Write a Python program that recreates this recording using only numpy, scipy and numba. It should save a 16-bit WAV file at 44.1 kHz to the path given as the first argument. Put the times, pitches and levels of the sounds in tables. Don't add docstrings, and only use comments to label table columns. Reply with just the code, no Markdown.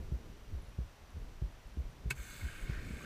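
import sys
import numpy as np
from scipy import signal
from scipy.fft import rfft, irfft
from scipy.io import wavfile
from scipy.ndimage import uniform_filter1d
from numba import njit

SR = 44100
rng = np.random.default_rng(int(sys.argv[2]) if len(sys.argv) > 2 else 0)


def master_out(mix):
    frames = np.transpose(np.atleast_2d(mix))
    ceiling = np.clip(frames, -1, 1)
    pcm = np.round(ceiling * 32767).astype(np.int16)
    wavfile.write(sys.argv[1], SR, pcm)


def how_loud(loudness_db):
    steps = np.asarray(loudness_db, float) / 20
    return 10 ** steps


N = 134505


def level(x, db):
    return x * how_loud(db) / np.sqrt(np.mean(x ** 2))


def band(x, hz, width_hz):
    return signal.lfilter(*signal.iirpeak(hz, hz / width_hz, fs=SR), x)


def coloured(colour):
    hz = np.maximum(np.fft.rfftfreq(N, 1 / SR), 1)
    points_hz, points_db = np.array(colour).T
    gain = how_loud(np.interp(np.log(hz), np.log(points_hz), points_db)) * (hz > 12)
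    return level(irfft(rfft(rng.standard_normal(N)) * gain, N), 0)


def walk(rate_hz):
    hold = int(SR / rate_hz)
    steps = np.repeat(rng.standard_normal(N // hold + 1), hold)
    return 1.64 * uniform_filter1d(uniform_filter1d(steps, hold), hold)[:N]


def ring(since_s, hz, t60_s):
    since_s = np.maximum(since_s, 0)
    return np.exp(-np.log(1000) * since_s / t60_s) * np.sin(2 * np.pi * hz * since_s)


@njit
def grains(at, hz, cycles, glide, size, count):
    out = np.zeros(count)
    for k in range(len(at)):
        length = int(2.5 * cycles * SR / hz[k])
        for i in range(min(length, count - at[k])):
            c = i * hz[k] / SR
            phase = 2 * np.pi * c * (1 + glide * c / cycles / 2)
            out[at[k] + i] += size[k] * np.exp(-2 * c / cycles) * np.sin(phase)
    return out


def scatter(count):
    when, pitch, size = rng.random((count, 3)).T
    return (when * N).astype(np.int64), pitch, size


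# pitch_hz [Hz], level_db [dB per Hz]
HISS_COLOUR = [(300, -12), (550, -3), (1000, -5), (3000, -12), (6000, -18.5), (9000, -24.5), (12500, -28),
               (15300, -35)]
# pitch_hz [Hz], level_db [dB]
CIRCUIT_WHINES = [(5846, -82), (5873, -91), (11687, -97), (11719, -88), (14626, -84), (14653, -97)]


def electronics(t):
    hiss = level(coloured([(150, -33)] + list(HISS_COLOUR)), -62.5)
    for hz, db in CIRCUIT_WHINES:
        hiss += how_loud(db) * np.sqrt(2) * np.sin(2 * np.pi * hz * t)
    return hiss


# start_s [s], level_db [dB]
SLOSH_LEVEL = [(0, -47), (.3, -47), (.75, -53.5), (1.1, -56.5), (1.3, -55), (1.5, -52), (1.95, -52.5),
               (2.1, -52.5), (2.35, -49.5), (2.55, -53), (2.75, -47.5), (3.05, -42)]
# pitch_hz [Hz], level_db [dB per Hz]
WASH_COLOUR = [(20, 2), (55, -2), (100, -6), (160, -12), (280, -17), (420, -19), (700, -31.5), (1200, -54)]


def slosh(t):
    db = np.interp(t, *np.array(SLOSH_LEVEL).T) + 2.42 * walk(8.42)
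    return coloured(WASH_COLOUR) * how_loud(db)


def surge():
    hz, width_hz = 33.4, 25
    return level(band(band(rng.standard_normal(N), hz, width_hz), hz, width_hz), -57)


def gurgle(t):
    start_s, rise_s, lowest_hz = 2.77, 0.04, 110
    at, pitch, size = scatter(5000)
    size = how_loud(-3 * np.log(1 - size) - 6 * pitch)
    bubbles = grains(at, lowest_hz * 5.5 ** pitch, 2.5, 0.2, size, N)
    fade_in = 1 / (1 + np.exp(-(t - start_s) / rise_s))
    return fade_in * level(band(bubbles, 300, 800), -50.5)


# start_s [s], level_db [dB], length_ms [ms]
CRACKLES = [(.623, -70, 6.5), (.630, -72, 3.), (.637, -70, 2.), (.652, -72, 4.), (.672, -68, 3.6),
            (.693, -66, 3.), (.730, -74, 4.), (1.105, -71, 3.), (1.239, -73, 3.), (1.522, -69, 3.),
            (1.674, -70, 3.), (1.907, -72, 6.8)]


def ticks(t):
    hz, width_hz = 10130, 900
    env = sum(how_loud(db) * np.exp(-((t - s) * 2000 / ms) ** 2) for s, db, ms in CRACKLES)
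    noise = band(band(rng.standard_normal(N), hz, width_hz), hz, width_hz)
    return env * level(noise, 0)


# trough_s [s], level_db [dB], pitch_hz [Hz], rise_s [s], fall_s [s]
KNOCK_SWELLS = [(-.002, -37.5, 75.6, .004, 0.026), (0.14, -29.5, 64.6, 0.011, 0.027),
                (.421, -57, 40.4, .02, 0.022), (.568, -37, 61.6, 0.032, 0.041),
                (.540, -37.5, 83, 0.023, 0.013), (.686, -42.5, 45.4, 0.018, 0.034),
                (0.806, -31, 63.5, .018, 0.032), (1.039, -48, 70, 0.011, 0.014),
                (1.179, -37, 71, 0.029, 0.013), (1.221, -39.5, 42, 0.014, 0.021),
                (1.441, -31, 54.5, 0.011, 0.031), (1.661, -42.5, 45.3, 0.0067, 0.014),
                (1.794, -29.5, 67, 0.018, 0.028), (1.856, -36.5, 36, 0.0085, 0.033),
                (2.082, -30, 55.6, 0.023, 0.016), (2.195, -36, 56.4, 0.014, 0.024),
                (2.453, -30, 64.3, 0.015, 0.02), (2.429, -36.5, 86, 0.01, 0.0095),
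                (2.646, -35, 30.6, 0.032, 0.011), (2.715, -33, 57.3, 0.0062, 0.053),
                (2.79, -38, 77, 0.013, 0.011), (2.936, -37, 57.6, 0.013, 0.016),
                (2.869, -42, 95, 0.028, .02)]
# start_s [s], level_db [dB], width_ms [ms], polarity [sign]
KNOCK_SNAPS = [
    (.124, -26, 2.2, -1),
    (.530, -48, 2.2, -1),
    (.790, -29, 2.05, -1),
    (1.424, -26.5, 2.39, -1),
    (1.773, -36.5, 1.13, 1),
    (2.062, -29.5, 2, -1),
    (2.699, -25.5, 2.23, -1),
    (2.909, -33.5, 1.6, -1),
    (1.169, -42, 2., -1),
]
# pitch_hz [Hz], level_db [dB per Hz]
STIRRED_COLOUR = [(40, 2.5), (90, 3.5), (170, -3.5), (300, -13), (450, -14.5), (800, -33.5), (1500, -49.5)]


def knocks(t):
    sag_per_s = 5.1
    rumble_db, rumble_tail = -16, 1.82
    edge_hz, edge_db, edge_t60_s, edge_lead_s = 358, -12.5, 0.022, 0.00308
    out, stir = np.zeros(N), np.zeros(N)
    for trough_s, db, hz, rise_s, fall_s in KNOCK_SWELLS:
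        u = t - trough_s
        env = np.exp(-(u / np.where(u < 0, rise_s, fall_s)) ** 2)
        out -= how_loud(db) * env * np.cos(2 * np.pi * hz * u * (1 - sag_per_s * u / 2))
        stir += how_loud(db) * np.exp(-np.abs(u) / np.where(u < 0, rise_s, fall_s * rumble_tail))
    for start_s, db, width_ms, polarity in KNOCK_SNAPS:
        u = (t - start_s) * 1000 / width_ms
        notch = (1 - u ** 2) * np.exp(-u ** 2 / 2)
        edge = how_loud(edge_db) * ring(t - start_s + edge_lead_s, edge_hz, edge_t60_s)
        out += np.sign(polarity) * how_loud(db) * (notch + edge)
    return out + how_loud(rumble_db) * stir * coloured(STIRRED_COLOUR)


# pitch_hz [Hz], width_hz [Hz], level_db
# [dB]
SHELL_MODES = [(1193, 70, -16.5), (1582, 113, 0), (1815, 290, -3.5), (2197, 85, -1.5), (2430, 330, -3.5),
               (2920, 310, -9), (3520, 120, -13), (4120, 920, -9), (9100, 540, -20.5), (11500, 2000, -36),
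               (12900, 1900, -17.5),
               (6450, 450, -10.5), (7550, 560, -11.5)]


def housing(x, tilt_db, flicker_db):
    out = np.zeros(N)
    for hz, width_hz, db in SHELL_MODES:
        octaves = np.log2(min(hz, 8000) / 2000)
        gain = how_loud(db + tilt_db * octaves + flicker_db * walk(8.1))
        out += gain * band(x, hz, width_hz) / np.sqrt(width_hz / 150)
    return out


# start_s [s], pitch_hz [Hz], length [cycles], level_db [dB]
LONE_BUBBLES = [
    (2.614, 9200, 40, -53),
    (2.885, 2250, 25, -52),
    (3.008, 1130, 20, -51),
    (3.028, 6400, 40, -55),
]


def lone_bubbles():
    out = np.zeros(N)
    for start_s, hz, cycles, db in LONE_BUBBLES:
        at, size = np.array([int(start_s * SR)]), np.array([how_loud(db) * 1.4])
        out += grains(at, np.array([float(hz)]), float(cycles), 0.03, size, N)
    return out


# start_s [s], level_db [dB], tilt_db [dB per octave]
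BUBBLE_CLOUD = [
    (2.149, -71.5, 9),
    (2.18, -59, 6.5),
    (2.31, -56, 7),
    (2.4, -55.5, 6),
    (2.53, -54.5, 1.5),
    (2.66, -58.5, 4),
    (2.7, -54, -4),
    (2.9, -57.5, 1.5),
    (3.05, -55.5, 1.5),
]


def fizz(t):
    bubbles_per_s, blips_per_s = 30000, 1200
    at, pitch, size = scatter(int(bubbles_per_s * N / SR))
    hz = 900 * 17 ** pitch
    size = how_loud(np.minimum(-2.2 * np.log(1 - size), 12)) * hz / 2000
    cloud = level(grains(at, hz, 3.9, 0.18, size, N), 0)
    at, pitch, size = scatter(int(blips_per_s * N / SR))
    blips = grains(at, 1200 * 2.6 ** pitch, 10.0, 0.06, how_loud(-3 * np.log(1 - size)), N)
    start_s, level_db, tilt_db = np.array(BUBBLE_CLOUD).T
    gain = 4 * how_loud(np.interp(t, start_s, level_db, left=-120))
    return gain * housing(cloud + level(blips, -9), np.interp(t, start_s, tilt_db), 1.4)


# start_s [s], level_db [dB], rise_ms [ms], t60_s [s], tilt_db [dB per octave]
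SLAP_HITS = [
    (2.102, -51, 1.4, 0.036, 3),
    (2.1033, -48.5, 0.54, 0.12, 2.5),
    (2.1077, -37.5, 3.5, 0.029, 5.5),
    (2.113, -40.5, 1.1, 0.053, 1),
]
# pitch_hz [Hz], level_db [dB], t60_s [s]
STRUCK_TONES = [(2580, -28, .035), (2250, -31, .04), (1530, -32, .04), (1000, -46, .04), (410, -41, .05),
                (135, -35, .12)]


def slap(t):
    strike_s = 2.1094
    out = np.zeros(N)
    for start_s, db, rise_ms, t60_s, tilt_db in SLAP_HITS:
        u = t - start_s
        env = np.exp(np.where(u < 0, -(u * 1000 / rise_ms) ** 2, -np.log(1000) * u / t60_s))
        out += how_loud(db) * 5 * housing(env * rng.standard_normal(N), tilt_db, 0)
    for hz, db, t60_s in STRUCK_TONES:
        out -= how_loud(db) * ring(t - strike_s, hz, t60_s)
    return out


def scene():
    t = np.arange(N) / SR
    background = electronics(t) + slosh(t) + surge() + gurgle(t) + ticks(t)
    return (background + knocks(t) + lone_bubbles() + fizz(t) + slap(t))[None]


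def low_pass(x):
    return signal.sosfilt(signal.butter(12, 15650, fs=SR, output="sos"), x)


def record(dry):
    lowpass = signal.ellip(12, 0.5, 60, 15260, fs=SR, output="sos")
    return low_pass(signal.sosfilt(lowpass, dry))


dry = scene()
out = record(dry)
master_out(out)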